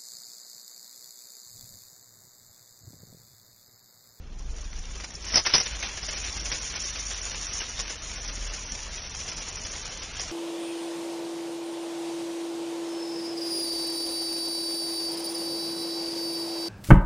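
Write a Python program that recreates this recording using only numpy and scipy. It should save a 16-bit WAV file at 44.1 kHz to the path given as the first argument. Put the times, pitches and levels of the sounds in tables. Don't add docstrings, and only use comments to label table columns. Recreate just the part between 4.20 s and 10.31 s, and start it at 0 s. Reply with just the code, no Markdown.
import sys
import numpy as np
from scipy import signal
from scipy.fft import rfft, irfft, next_fast_len
from scipy.io import wavfile
from scipy.ndimage import uniform_filter1d, minimum_filter1d

SR = 44100
rng = np.random.default_rng(int(sys.argv[2]) if len(sys.argv) > 2 else 0)


def volts_from_db(level):
    exponent = np.asarray(level, float) / 20
    return 10 ** exponent


def put_to_file(sound):
    columns = np.atleast_2d(sound).T
    safe = np.clip(columns, -1, 1)
    whole_steps = np.round(safe * 32767)
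    wavfile.write(sys.argv[1], SR, whole_steps.astype(np.int16))


N = 269662
TIME = np.arange(N) / SR
FAST = next_fast_len(N)
BINS_HZ = np.maximum(np.fft.rfftfreq(FAST, 1 / SR), 1)
CAMERA_HZ = 16000
SHOULDER_HZ, TOP_HZ, EDGE_HZ = 6070, 6390, 7284

# [f/Hz, level/dB]
SPATTER_COLOUR = [(500, -16), (1000, -7.5), (2200, -1), (3600, -2), (4200, -3.5), (5000, -6), (6000, -2.5),
                  (7400, -8.5)]
# [f/Hz, level/dB]
BODY_COLOUR = [(90, -1), (200, -6), (500, -2.5), (1000, -5.5), (1600, -10), (3000, -27)]


def unit(x):
    return x / np.sqrt(np.mean(x ** 2))


def course(points):
    return np.interp(TIME, *np.transpose(points))


def colour(x, points):
    hz, db = np.transpose(points)
    gain = volts_from_db(np.interp(np.log(BINS_HZ), np.log(hz), db))
    return irfft(rfft(x, FAST) * gain, FAST)[:N]


def band(x, lo_hz, hi_hz):
    inside = (BINS_HZ >= lo_hz) & (BINS_HZ < hi_hz)
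    return irfft(rfft(x, FAST) * inside, FAST)[:N]


def walk(rate_hz):
    k = int(SR / rate_hz)
    held = np.repeat(rng.standard_normal(N // k + 1), k)[:N]
    return unit(uniform_filter1d(uniform_filter1d(held, k), k))


def fade(x, t60_s):
    pole = np.exp(-np.log(1000) / (t60_s * SR))
    return signal.lfilter([1], [1, -pole], x)


def patter(rate_hz, spread_db, t60_s, bed):
    chance = rng.random((2, N))
    sizes = volts_from_db(-spread_db * np.log(1 - chance[1]))
    drops = (chance[0] < rate_hz / SR) * sizes
    return unit(bed + unit(fade(drops, t60_s)))


def hiss(points, gate):
    noise = rng.standard_normal(N)
    return colour(noise * gate, points) / np.std(colour(noise, points))


def foam():
    # [t/s, level/dB]
    flow_course = [(0.0, -60.5), (0.174, -59.5), (0.528, -51), (0.862, -49), (1.0, -51), (1.078, -41),
                   (1.236, -44), (1.3, -35), (1.42, -36.5), (1.5, -43), (1.67, -37.5), (1.78, -43.5),
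                   (1.92, -40.5), (2.41, -41.5), (3.13, -40.5), (4.03, -43.5), (4.54, -43.5), (6.11, -42.5)]
    # [f/Hz, level/dB]
    fizz_colour = [(4000, -27), (4700, -15.5), (5200, -14.5), (5400, -5), (5850, -1), (6250, -9),
                   (6600, -6), (7400, -11.5)]
    usual_flow_db, fizz_starts_s = -43, 0.15
    surge_db = 0.49 * walk(20)
    flow_db = course(flow_course)
    extra_db = flow_db - usual_flow_db
    fizz_db = -42.5 + 1.03 * extra_db + 1.5 * walk(4)
    fizz_db -= 200 * np.maximum(fizz_starts_s - TIME, 0)
    body_db = -51 + 0.45 * extra_db + 1.3 * walk(4)

    drops = patter(600, 2.5, 0.015, 1.2)
    bubbles = patter(340, 2.6, 0.027, 0.44)
    spatter = hiss(SPATTER_COLOUR, drops * volts_from_db(flow_db + surge_db + 2.5 + 0.92 * walk(30)))
    fizz = hiss(fizz_colour, bubbles * volts_from_db(fizz_db + surge_db + 5.0 + 1.1 * walk(25.21)))
    body = hiss(BODY_COLOUR, np.sqrt(drops) * volts_from_db(body_db + surge_db + 0.83))
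    return spatter + fizz + body


def strays(count):
    chance = rng.standard_normal((count, 3)).T
    start_s = np.linspace(2.4, TIME[-1] - 0.1, count) + 0.04 * np.tanh(chance[0])
    levels_db = -32.5 + 3 * np.tanh(chance[1:])
    return np.transpose([start_s, *levels_db])


def splats():
    # [t/s, peak/dB, port band/dB]
    early_drops = [(.1864, -39.5, -37), (.359, -38.5, -53), (.4394, -39.5, -35), (.5262, -28.5, -53),
                   (.5851, -38.5, -40), (.742, -33.5, -42), (.7542, -26.5, -32.5), (.8011, -26, -34),
                   (.821, -36, -47), (.8362, -21, -28), (.8427, -33, -41.5), (.9514, -43, -28.5),
                   (.9931, -33, -50), (1.022, -35, -28), (1.041, -27.5, -30)]
    # [t/s, peak/dB, port band/dB]
    column_slaps = [(1.058, -33, -40), (1.08, -30, -25.5), (1.1059, -26, -28), (1.119, -28, -22.5),
                    (1.1325, -16.5, -23), (1.1423, -16.5, -18), (1.1554, -9.5, -9), (1.168, -14.5, -8.5),
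                    (1.1747, -11.5, -9.5), (1.1878, -17, -20), (1.2076, -38, -23.5), (1.25, -10.5, -41),
                    (1.263, -6, -10), (1.294, -15.5, -43), (1.3359, -2, -20), (1.3422, -15.5, -17),
                    (1.3462, -30, -3.5), (1.358, -15, -18.5), (1.3815, -19.5, -15.5), (1.402, -18, -12.5),
                    (1.4103, -28, -29)]
    # [t/s, peak/dB, port band/dB]
    foam_drips = [(1.456, -16, -43), (1.5206, -27.5, -46), (1.5464, -22.5, -54), (1.6233, -13.5, -39),
                  (1.768, -20.5, -27.5), (1.83, -26.5, -22.5), (1.881, -17, -24.5), (1.924, -19, -32),
                  (1.961, -30, -23), (2.038, -19.5, -29), (2.159, -20, -26), (2.255, -19, -23),
                  (2.3168, -15, -18.5), (2.3484, -22, -26), (2.5519, -19.5, -28), (2.635, -27.5, -25),
                  (2.75, -22, -27.5),
                  (2.905, -24.5, -29), (3.107, -23, -31.5), (3.139, -22.5, -29.5), (3.399, -18, -34),
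                  (3.416, -23.5, -32), (3.5922, -18.5, -21), (3.696, -27, -28.5), (3.8477, -28.5, -45),
                  (4.039, -26, -37), (4.084, -22.5, -40.5), (4.3312, -25.5, -26.5), (4.6196, -26.5, -28),
                  (4.9883, -23.5, -29.5), (5.0817, -27, -23.5), (5.115, -26.5, -28), (5.1743, -23.5, -26.5),
                  (5.278, -25.5, -27), (5.37, -25, -26.5), (5.448, -24.5, -24.5), (5.5298, -24.5, -34),
                  (5.7154, -22, -30.5), (5.816, -24.5, -26.5), (5.994, -21.5, -23.5)]
    # [f/Hz, level/dB]
    port_colour = [(3800, -31.5), (4500, -10), (5030, -3), (5250, -0.5), (5550, -5.5), (5850, 0.5),
                   (6250, -6.5), (7400, -7.5)]
    thud_db, thud_of_ring_db = -21, -19.5
    late = [*foam_drips, *strays(count=18)]

    gates = np.zeros((3, N))
    age_s = TIME[:int(SR * 0.3)]
    for rows, t60_s in [(early_drops, 0.054), (column_slaps, 0.065), (late, 0.105)]:
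        swell = 1 - np.exp(-age_s / (0.075 * t60_s))
        shape = swell * np.exp(-np.log(1000) * age_s / t60_s)
        for start_s, peak_db, port_db in rows:
            thud = volts_from_db(peak_db + thud_db) + volts_from_db(port_db + thud_of_ring_db)
            sizes = [volts_from_db(peak_db - 7.0), volts_from_db(port_db + 1.0), thud]
            start = int(start_s * SR)
            stop = min(start + len(age_s), N)
            gates[:, start:stop] += np.outer(sizes, shape[:stop - start])
    gates *= patter(800, 1.5, 0.0072, 1.9)
    return hiss(SPATTER_COLOUR, gates[0]) + hiss(port_colour, gates[1]) + hiss(BODY_COLOUR, gates[2])


def ticks():
    # [t/s, tick peak/dB, port ring peak/dB]
    hard_drops = [(0.801, -25.5, -41), (0.844, -21.5, -41), (0.951, -39, -40), (1.143, -16, -21),
                  (1.157, -15.5, -10.5), (1.262, -16.5, -18.5), (1.338, -12.5, -11), (1.341, -15, -19),
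                  (1.381, -14, -18.5), (1.401, -19, -19.5), (1.829, -30, -31.5), (2.317, -18, -27),
                  (2.554, -26, -33), (2.541, -21, -38), (2.907, -26.5, -39), (3.418, -23.5, -39.5),
                  (3.592, -23, -30), (4.949, -29, -32), (5.116, -31, -32), (5.279, -30, -37),
                  (5.996, -24.5, -28.5)]
    out = np.zeros(N)
    age_s = TIME[:int(SR * 0.02)]
    click = np.sin(2 * np.pi * 2300 * age_s) * np.exp(-age_s / 0.00027)
    swell = age_s / 0.00089 * np.exp(1 - age_s / 0.0013)
    detunes = rng.uniform(-1.2, 1, len(hard_drops))
    for (start_s, tick_db, ring_db), detune in zip(hard_drops, detunes):
        ring = swell * np.sin(2 * np.pi * (5500 + 350 * detune) * age_s)
        start = int(start_s * SR)
        out[start:start + len(age_s)] += click * volts_from_db(tick_db + 4.0) + ring * volts_from_db(ring_db)
    return out


def engine():
    # [t/s, level/dB]
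    drone_level = [(0.0, -44.5), (0.66, -40.5), (0.94, -47), (1.14, -43), (1.31, -59), (1.58, -37.5),
                   (1.67, -45.5), (2.3, -35), (2.45, -47), (2.87, -40), (3.45, -48), (3.61, -43),
                   (4.17, -37.5), (4.65, -40), (4.9, -48.5), (5.36, -45.5), (5.63, -46), (6.11, -51.5)]
    # [t/s, f/Hz]
    drone_pitch = [(0, 51.35), (1.2, 51.3), (1.5, 50.13), (2.4, 48), (2.7, 51.6), (3.15, 43), (4.7, 39.6),
                   (5.6, 36.52), (6.11, 39.1)]
    low_hz, arrives_s, leaves_s, leaving_s = 27.2, 0.14, 0.77, 0.04
    low_db = -33 - 21.5 / (1 + np.exp((leaves_s - TIME) / leaving_s))
    low_db -= 12 * np.maximum(1 - TIME / arrives_s, 0)
    low_db += -1.5 + 1.5 * walk(7.9)
    low = np.sin(2 * np.pi * np.cumsum(low_hz * (1 + 0.05 * walk(22))) / SR)

    phase = 2 * np.pi * np.cumsum(course(drone_pitch)) / SR
    flutter = (0.93 + 0.41 * walk(13)) * np.sin(phase) + 0.5 * walk(13) * np.cos(phase)
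    fifth = 0.3 * (1 + 0.5 * walk(5)) * np.sin(3 / 2 * phase)
    upper = unit(flutter) + fifth
    return low * volts_from_db(low_db) + upper * volts_from_db(course(drone_level) - 0.7)


def town():
    # [f/Hz, level/dB per Hz]
    hum_colour = [(12, -19.5), (30, -6), (55, -5.5), (75, -6.5), (100, -15), (200, -19), (400, -29.5),
                  (840, -37), (4000, -62)]
    hum = unit(colour(rng.standard_normal(N), hum_colour))
    return hum * volts_from_db(-45.5 + 0.56 * walk(1.536))


def scene():
    return (foam() + splats() + ticks() + engine() + town())[None]


def attacks(x):
    threshold_db, softness_db = 9.5, 1
    power = band(x, 600, EDGE_HZ) ** 2 + 1e-12
    jump_db = 10 * np.log10(uniform_filter1d(power, size=131) / uniform_filter1d(power, size=2001))
    return uniform_filter1d(np.exp((jump_db - threshold_db) / softness_db), size=131)


def quantise(x):
    # [f/Hz, step/dB]
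    coarseness = [(100, -18.5), (320, -11), (600, 1), (2500, 2.5), (3500, 5), (3700, 9), (3880, 5.5),
                  (4050, 4.5), (5500, 3), (7300, -0.5)]
    frames = dict(window="cosine", nperseg=2048, noverlap=1024)
    hz, _, lines = signal.stft(x, SR, **frames)
    level = np.sqrt(uniform_filter1d(np.abs(lines) ** 2, size=25, axis=0))
    level = minimum_filter1d(level, size=3, axis=1) + 1e-12
    at_hz, at_db = np.transpose(coarseness)
    step_db = np.interp(hz, at_hz, at_db)[:, None]
    groups = rng.standard_normal((2, len(hz) // 8 + 1, lines.shape[1]))
    chance = np.repeat(groups, 8, axis=1)[:, :len(hz)]
    step = level * volts_from_db(step_db + 3.2 * chance[0])
    rounded = step * np.round(lines / step) * volts_from_db(1.86 * chance[1])
    return signal.istft(rounded, SR, **frames)[1][:N]


def band_gain(column):
    # [t/s, length/s, shoulder band/dB]
    dropouts = [(1.065, .022, 0), (1.103, .113, -11), (1.254, .08, -12), (1.352, .075, -18),
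                (1.448, .02, -14), (1.528, .022, -1), (1.622, .054, 0), (1.878, .025, -15),
                (1.945, .03, -15), (2.218, .019, -12), (2.31, .023, -14), (2.395, .02, -5),
                (2.537, .051, -8), (2.762, .019, 0), (2.998, .023, 0), (3.125, .025, -15),
                (3.27, .055, -10), (3.399, .036, 0), (3.624, .067, 0), (3.77, .048, 0), (3.959, .054, -2),
                (4.055, .07, -3), (4.281, .036, -5), (4.444, .067, -1), (4.776, .118, -7), (4.918, .022, 0),
                (5.368, .025, -9), (5.624, .022, 0), (5.785, .041, -8), (5.927, .023, -3)]
    blink_times = [.517, .917, 1.029, 1.826, 2.033, 2.183, 2.633, 2.716, 2.941, 4.693, 5.108, 5.148, 5.197,
                   5.308, 5.448, 5.494, 5.69, 5.989, 6.1]
    # [t/s, length/s, top band/dB, shoulder band/dB]
    starved = [
        (1.162, .045, -24, 3),
        (1.342, 0.06, -18, -8),
    ]
    blink_s, blink_shoulder_db, edge_s = 0.012, -5, 0.004
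    db = 1.55 * walk(30.19)
    gaps = [*dropouts, *((start_s, blink_s, blink_shoulder_db) for start_s in blink_times)]
    cuts = []
    for start_s, length_s, shoulder_db in gaps:
        top_db = -23.5 - 1.5 * np.log2(length_s / blink_s)
        cuts.append((start_s, length_s, shoulder_db, top_db))
    for start_s, length_s, top_db, shoulder_db in starved:
        cuts.append((start_s, length_s, shoulder_db, top_db))
    for start_s, length_s, *cut_db in cuts:
        inside = (TIME > start_s - edge_s) & (TIME < start_s + length_s + edge_s)
        db = db + min(cut_db[column], 0) * inside
    return uniform_filter1d(volts_from_db(uniform_filter1d(db, size=301)), size=301)


def residue():
    edges_hz = np.linspace(TOP_HZ, CAMERA_HZ / 2, num=9)
    total = np.zeros(N)
    for lo_hz, hi_hz in zip(edges_hz, edges_hz[1:]):
        total += band(rng.standard_normal(N), lo_hz, hi_hz) * volts_from_db(11.2 * walk(14))
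    return total * volts_from_db(-77.0 + 20 * np.minimum(TIME - 1.2, 0))


def band_limit(x):
    return signal.sosfilt(signal.butter(12, 11460, fs=SR, output="sos"), x)


def record(dry):
    # [f/Hz, level/dB]
    narrow_notch = [(3550, -0.5), (3720, 1.5), (3860, -4.5), (4000, 0)]
    # [f/Hz, level/dB]
    mirror_colour = [(7000, 2), (8700, -6.5), (9500, -17), (10100, -24.5), (10700, -36), (11300, -66),
                     (11800, -100)]
    heard = colour(np.tanh(1.32 * dry[0]) / 1.279, narrow_notch)
    sharp = attacks(heard)
    full = sharp * heard + (1 - sharp) * quantise(heard)

    shoulder = band(full, SHOULDER_HZ, TOP_HZ) * band_gain(column=0)
    top = band(full, TOP_HZ, EDGE_HZ) * band_gain(column=1)
    kept = band(full, 0, SHOULDER_HZ) + shoulder + top + residue()

    image = 2 * kept * np.cos(2 * np.pi * CAMERA_HZ * TIME)
    mirror = colour(band(image, CAMERA_HZ / 2, SR / 2), mirror_colour)
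    return band_limit((kept + mirror)[None])


dry = scene()
out = record(dry)
put_to_file(out)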